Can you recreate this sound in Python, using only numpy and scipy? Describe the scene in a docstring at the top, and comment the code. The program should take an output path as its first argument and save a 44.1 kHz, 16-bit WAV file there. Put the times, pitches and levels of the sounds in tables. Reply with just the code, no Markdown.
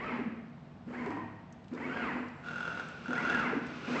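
"""A pick-and-place machine at work in a live workshop, on one microphone at its open front.
Its head makes five quick moves: the belt drive whines up and down, the guide bearings roll, and the
frame booms whenever the whine sweeps through its low resonances. Hard starts and stops jolt the head,
and braking groans. Twice a ratchet parts feeder rattles. Suction nozzles hiss, small valves tick,
and fans hum in the background."""
import sys
import numpy as np
from scipy import signal
from scipy.fft import rfft, irfft, next_fast_len
from scipy.io import wavfile
from scipy.ndimage import map_coordinates

SR = 44100
rng = np.random.default_rng(int(sys.argv[2]) if len(sys.argv) > 2 else 0)


def output_pcm(signal):
    """Save a mono or channel-first signal as 16-bit PCM at the path in sys.argv[1].

    Samples are clipped to [-1, 1] before scaling.
    """
    pcm = np.clip(np.atleast_2d(signal).T, -1, 1) * 32767
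    wavfile.write(sys.argv[1], SR, np.round(pcm).astype(np.int16))


N = 176400
T = np.arange(N) / SR

# head moves (start [s], length [s], top belt-tooth rate [Hz], whine [dB], its lift in braking [dB],
# rolling [dB], frame boom [dB], swish [dB])
MOVES = [(-.112, .35, 1320, -44.5, -1, -43, -36.5, -71.5), (.855, .28, 1102, -49, 2, -46.5, -37, -69.5),
         (1.69, .54, 1642, -40.5, 3.5, -41.5, -36.5, -67.5),
         (3.054, .55, 1723, -38, 2, -40.5, -35.5, -67.5), (3.86, 0.36, 1535, -41, 0, -40, -31, -59)]


def amp(db):
    """Decibels to gain."""
    return 10 ** (np.asarray(db) / 20)


def unit(x):
    """Scale to rms 1."""
    return x / np.sqrt(np.mean(x ** 2) + 1e-20)


def along(points, hz):
    """Read (frequency [Hz], value) points on a log axis."""
    freqs, values = np.transpose(points)
    return np.interp(np.log(hz + 1), np.log(freqs + 1), values)


def wobble(rate):
    """A smooth random curve, rate knots a second."""
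    return map_coordinates(rng.standard_normal(int(N * rate / SR) + 4), [T * rate])


def filtered(x, response):
    """x through a complex frequency response."""
    size = next_fast_len(N + SR // 2)
    return irfft(rfft(x, size) * response(np.fft.rfftfreq(size, 1 / SR)), size)[:N]


def coloured(x, points):
    """x through a (frequency [Hz], gain [dB]) curve."""
    return filtered(x, lambda hz: amp(along(points, hz)))


def noise(points):
    """Coloured noise of rms 1."""
    return unit(coloured(rng.standard_normal(N), points))


def resonate(x, modes):
    """x through a body's resonances (centre [Hz], width [Hz], gain [dB])."""
    return filtered(x, lambda f: sum(amp(db) * 1j * f * width / (hz * hz - f * f + 1j * f * width)
                                     for hz, width, db in modes))


def progress(start, length):
    """Ramp from 0 to 1 over an event."""
    return np.clip((T - start) / length, 0, 1)


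def in_room(x, wet_db):
    """Direct sound plus the workshop's tail 4 ms behind it, at about the same total power."""
    # the workshop's decay (frequency [Hz], t60 [s])
    decay = [(100, 0.93), (250, 0.87), (1500, 1), (3000, 0.93), (7000, 0.6)]
    hz, t, spectrum = signal.stft(rng.standard_normal(SR), SR, nperseg=256)
    tail = signal.istft(spectrum * amp(-60 * t / along(decay, hz)[:, None]), SR, nperseg=256)[1]
    wet = signal.fftconvolve(x, np.pad(tail, (SR // 250, 0)) / np.linalg.norm(tail))[:N]
    return (x + amp(wet_db) * wet) / np.hypot(1, amp(wet_db))


def fans(rush_db=-53.5, waver_db=3.5, drift_rad=0.61):
    """Room tone: steady ventilation noise with unsteady motor lines."""
    # rush of the fans (frequency [Hz], relative level [dB])
    rush = [(15, -64.5), (25, -39.5), (82, -10), (209, -8), (242, -9.5), (392, -19), (431, -18),
            (605, -22.5), (650, -15.5), (699, -17), (890, -21.5), (1790, -30), (3700, -40), (8000, -55),
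            (10400, -62), (17600, -120)]
    # motor lines (frequency [Hz], level [dB])
    hum = [(145, -60), (167, -60.5), (188, -64), (237, -57)]
    lines = sum(amp(db + waver_db * wobble(10)) * np.sin(2 * np.pi * hz * T + drift_rad * wobble(10.27))
                for hz, db in hum)
    return amp(rush_db) * noise(rush) + np.sqrt(2) * lines


def leak():
    """Leaking air: a narrow, high hiss swells and fades."""
    # the thin jet (start [s], length [s], centre [Hz], width [Hz], level [dB])
    jet = (1.7, 2.1, 7452.5, 451, -84.5)
    start, length, hz, width_hz, db = jet
    band = [(hz, width_hz, 0)]
    swell = np.sqrt(np.abs(np.sin(np.pi * progress(start, length))))
    return amp(db) * swell * unit(resonate(resonate(rng.standard_normal(N), band), band))


def nozzles(flicker_db=0.5):
    """Suction nozzles hiss, opening as parts are picked."""
    # course of the hiss (time [s], level [dB])
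    flow = [(0, -82), (1.7, -76.5), (2.42, -61), (2.47, -49), (2.8, -46.5), (3.0, -51.5), (3.3, -41.5),
            (3.62, -52), (3.68, -48), (3.82, -46), (3.9, -39), (4, -39)]
    # its spectrum (frequency [Hz], relative level [dB])
    colour = [(25, -56), (150, 4), (400, 2.5), (1000, -4), (1450, 5), (1900, -8), (2400, -3), (2770, -4),
              (3100, -10), (3800, -12.5), (6000, -20), (7800, -31)]
    return amp(np.interp(T, *np.transpose(flow)) + flicker_db * wobble(150)) * noise(colour)


def valves(relative_width=0.36):
    """Small valves click: short bursts of band noise with little room on them."""
    # clicks (time [s], level [dB], centre [Hz], t60 [s])
    ticks = [(1.525, -58, 5910, 0.033), (1.643, -60, 3230, 0.024), (1.682, -59.5, 3000, 0.052),
             (1.735, -60.5, 4500, 0.076), (1.748, -57.5, 4130, 0.041), (2.283, -58.5, 5000, 0.034),
             (2.886, -54, 7040, 0.023), (3.667, -56.5, 5000, 0.045), (3.758, -64, 5960, 0.027)]
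    out = np.zeros(N)
    for start, db, hz, t60 in ticks:
        band = unit(resonate(rng.standard_normal(N), [(hz, relative_width * hz, 0)]))
        out += (T >= start) * amp(db - 60 * np.abs(T - start) / t60) * band
    return in_room(out, wet_db=-11.5)


def feeder(tooth_hz=41.6, ring_hz=1440, width_hz=175, scatter_s=.0004, spread_db=1.9, contact_s=0.0047):
    """Each ratchet tooth makes three contacts that click, scrape and ring the feeder's metal."""
    # feeder runs (start [s], length [s], first level [dB], last level [dB])
    runs = [(2.437, .385, -41, -39.5), (3.058, .36, -38, -34)]
    # contacts of one tooth (position [share of the cycle], level [dB])
    contacts = [(0, 2), (0.332, -7.5), (0.702, -10)]
    # the metal's higher modes (centre [Hz], width [Hz], gain [dB])
    upper_modes = [(2745, 73, 3), (3380, 100, -4), (5080, 92, -16.5), (6250, 110, -15.5)]
    # broad clatter (frequency [Hz], relative level [dB])
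    clatter_colour = [(25, -61), (80, 8), (170, 19), (300, 12), (500, 15), (1000, 14), (2000, -18),
                      (4000, -24), (7500, -31.5)]
    # the pawl's dry click (frequency [Hz], relative level [dB])
    pawl_colour = [(25, -59), (1500, -23.5), (3300, 12), (4500, -1), (6400, 2), (7800, -15)]
    main_mode = [(ring_hz, width_hz, 0)]
    contact_decay = np.exp(-T[:SR // 40] / contact_s)
    metal, clicks = np.zeros((2, N))
    for start, length, first_db, last_db in runs:
        blows = np.zeros(N)
        for share, db in contacts:
            times = start + (np.arange(round(length * tooth_hz)) + share) / tooth_hz
            timing, strength = rng.standard_normal((len(times), 2)).T
            blows[((times + scatter_s * timing) * SR).astype(int)] += amp(db + spread_db * strength)
        scrape = signal.fftconvolve(blows, contact_decay)[:N] * rng.standard_normal(N)
        snap = signal.fftconvolve(blows ** 2, contact_decay)[:N] * rng.standard_normal(N)
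        ring = unit(resonate(resonate(blows, main_mode), main_mode))
        upper_ring = amp(-16) * unit(resonate(scrape, upper_modes))
        clatter = amp(-10.5) * unit(coloured(scrape, clatter_colour))
        grip = np.clip(0.43 + (T - start) / 0.11, 0, 1)  # the drive takes hold
        level = amp(np.interp(T, [start, start + length], [first_db, last_db]))
        drive = grip * np.sqrt(length * SR / N) * level  # the root refers the rms to the run's length
        metal += drive * (ring + upper_ring + clatter)
        clicks += drive * amp(-24) * unit(coloured(snap, pawl_colour))
    return clicks + in_room(metal, wet_db=-4)


def gantry(waver_db=2):
    """The gantry and its rail ring in brief swells around a stop."""
    # shudders (start [s], length [s], pitch [Hz], level [dB])
    shudders = [(1.024, 0.45, 105.6, -50.5), (1.06, 0.03, 400, -38.5), (1.18, 0.048, 1025, -40),
                (1.532, 0.1, 94.6, -62), (3.525, 0.02, 435, -29)]
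    ring = sum(amp(db) * np.sin(np.pi * progress(start, length)) * np.sin(2 * np.pi * hz * T)
               for start, length, hz, db in shudders)
    return in_room(ring * amp(waver_db * wobble(25.9)), wet_db=-14.5)


def jolts(flutter_db=3):
    """A hard start or stop rattles the head's loose parts."""
    # jolts (time [s], level [dB], t60 [s])
    knocks = [(0.937, -42.5, 0.034), (1.062, -36, 0.16), (1.106, -34, 0.16), (1.167, -41, .15),
              (3.524, -43, 0.14)]
    # modes of the loose parts (centre [Hz], width [Hz], gain [dB])
    modes = [(306, 17, 0.5), (440, 60, -13.5), (655, 99, -7.5), (769, 59, -3), (954, 110, 1.5),
             (1460, 570, -9), (1850, 53, 0), (2370, 900, -31)]
    # dulling of the rattle (frequency [Hz], gain [dB])
    dulling = [(25, -14.5), (200, 8.5), (2600, -6.5), (4000, -26), (8000, -48)]
    force = sum((T >= start) * amp(db - 60 * np.abs(T - start) / t60) for start, db, t60 in knocks)
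    rattle = unit(coloured(resonate(rng.standard_normal(N), modes), dulling))
    return in_room(force * amp(flutter_db * wobble(204.7)) * rattle, wet_db=0.5)


def braking_groans(from_hz=480, sink_s=.036, swell_s=0.076, jitter=.09, rough_db=2):
    """Braking groans: a tone sinks onto a low resonance of the frame, swells and rings out."""
    # groans (start [s], level [dB], t60 [s], final pitch [Hz])
    groans = [(.172, -31.5, 0.52, 231.4), (1.058, -34.5, 0.18, 279.2), (2.118, -37, 0.13, 240),
              (3.508, -32, 0.34, 238.4)]
    out = np.zeros(N)
    for start, db, t60, end_hz in groans:
        age = np.maximum(T - start, 0)
        hz = end_hz + (from_hz - end_hz) * np.exp(-age / sink_s)
        swell = np.minimum(age / swell_s, 1) * amp(db - 60 * np.maximum(age - swell_s, 0) / t60)
        out += swell * np.sin(2 * np.pi * np.cumsum(hz * (1 + jitter * wobble(120))) / SR)
    return in_room(out * amp(rough_db * wobble(51)), wet_db=-9.0)


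def head_speed(start, length, rounding=.45):
    """Share of top speed during a move: accelerate, then brake."""
    done = progress(start, length)
    triangle = 1 - np.abs(2 * done - 1)
    return np.abs(rounding * np.sin(np.pi * done) + (1 - rounding) * triangle)


def under_way(speed):
    """Gate that opens once the head is moving."""
    return np.clip(8 * speed - .5, 0, 1)


def belt_swish():
    """The belt stirs the air, louder with speed."""
    # stirred air (frequency [Hz], relative level [dB])
    colour = [(25, -62), (2500, -29), (4200, 7.5), (6000, -0.5), (7400, 2), (8200, -10.5)]
    level = sum(amp(db) * np.sqrt(head_speed(start, length)) for start, length, *_, db in MOVES)
    return in_room(level * noise(colour), wet_db=0.5)


def bearings(growth=0.86, rise_db=4.5, grain_db=3.5):
    """The guide bearings' grainy roll grows with speed and is louder late in a move."""
    # rolling noise (frequency [Hz], relative level [dB])
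    colour = [(25, -58), (60, -8), (150, -18.5), (230, 6), (330, -9), (450, -10), (600, -6), (1000, -4.5),
              (1450, -5), (2000, -6), (2700, -11.5), (3700, -28.5), (5500, -34.5), (7500, -61)]
    level = np.zeros(N)
    for start, length, *_, roll_db, _, _ in MOVES:
        speed = head_speed(start, length)
        late = progress(start, length) - .5
        level += amp(roll_db + rise_db * late) * under_way(speed) * speed ** growth
    return in_room(level * noise(colour) * amp(grain_db * wobble(220)), wet_db=0.5)


def frame_boom(shake):
    """The shaken frame booms at its low resonances."""
    # frame resonances (centre [Hz], width [Hz], gain [dB])
    modes = [(245.6, 24, 1.5), (301, 38, -2), (436.6, 46, -6)]
    # what the frame radiates (frequency [Hz], gain [dB])
    radiation = [(25, -19), (100, -6.5), (180, 1.5), (500, -1.5), (1500, -6.5), (4000, -23), (8000, -37)]
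    return in_room(coloured(resonate(shake, modes), radiation), wet_db=-1)


def belt_drive(growth=1.3, jitter=.017, flutter_db=4, sweep_gain=4.2, judder_gain=7.04):
    """The belt whines at its tooth rate, which follows the head's speed and shakes the frame."""
    # partials of the whine (order [multiple of the tooth rate], level [dB])
    orders = [(.5, -18.5), (1, 3), (2, -0.5), (3, -3.5)]
    # colour of the whine (frequency [Hz], gain [dB])
    colour = [(30, -38.5), (100, -14.5), (400, -2), (700, -5), (1000, 0), (1250, -1), (1500, 1),
              (1700, 2.5), (2000, 7.5), (2450, -3), (3000, -11.5), (3500, -23.5), (6000, -27)]
    whine, shake = np.zeros((2, N))
    for start, length, top_hz, whine_db, lift_db, _, boom_db, _ in MOVES:
        speed = head_speed(start, length)
        late = progress(start, length) - .5
        braking = np.tanh(20 * late - 1)  # -1 while speeding up, 1 while slowing down
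        phase = 2 * np.pi * np.cumsum(top_hz * speed * (1 + jitter * wobble(250))) / SR
        tone = sum(amp(db + flutter_db * wobble(80)) * np.sin(order * phase) for order, db in orders)
        whine += amp(whine_db + lift_db * braking) * speed ** growth * tone
        sweep = sweep_gain * (1 - speed) ** 4 * np.sin(phase)  # strongest at low speed
        judder = judder_gain * rng.standard_normal(N)
        shake += amp(boom_db) * under_way(speed) * (sweep + judder)
    return in_room(coloured(whine, colour), wet_db=-2.5) + frame_boom(shake)


def scene():
    """The whole machine in mono, heard from its open front."""
    background = fans() + leak() + nozzles() + valves()
    starts_and_stops = gantry() + jolts() + braking_groans()
    travel = belt_swish() + bearings() + belt_drive()
    return (background + feeder() + starts_and_stops + travel)[None]


def record(dry, top_hz=8050):
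    """The microphone's band ends steeply in the treble."""
    return filtered(dry[0], lambda hz: 1 / np.sqrt(1 + (hz / top_hz) ** 120))[None]


dry = scene()
out = record(dry)
output_pcm(out)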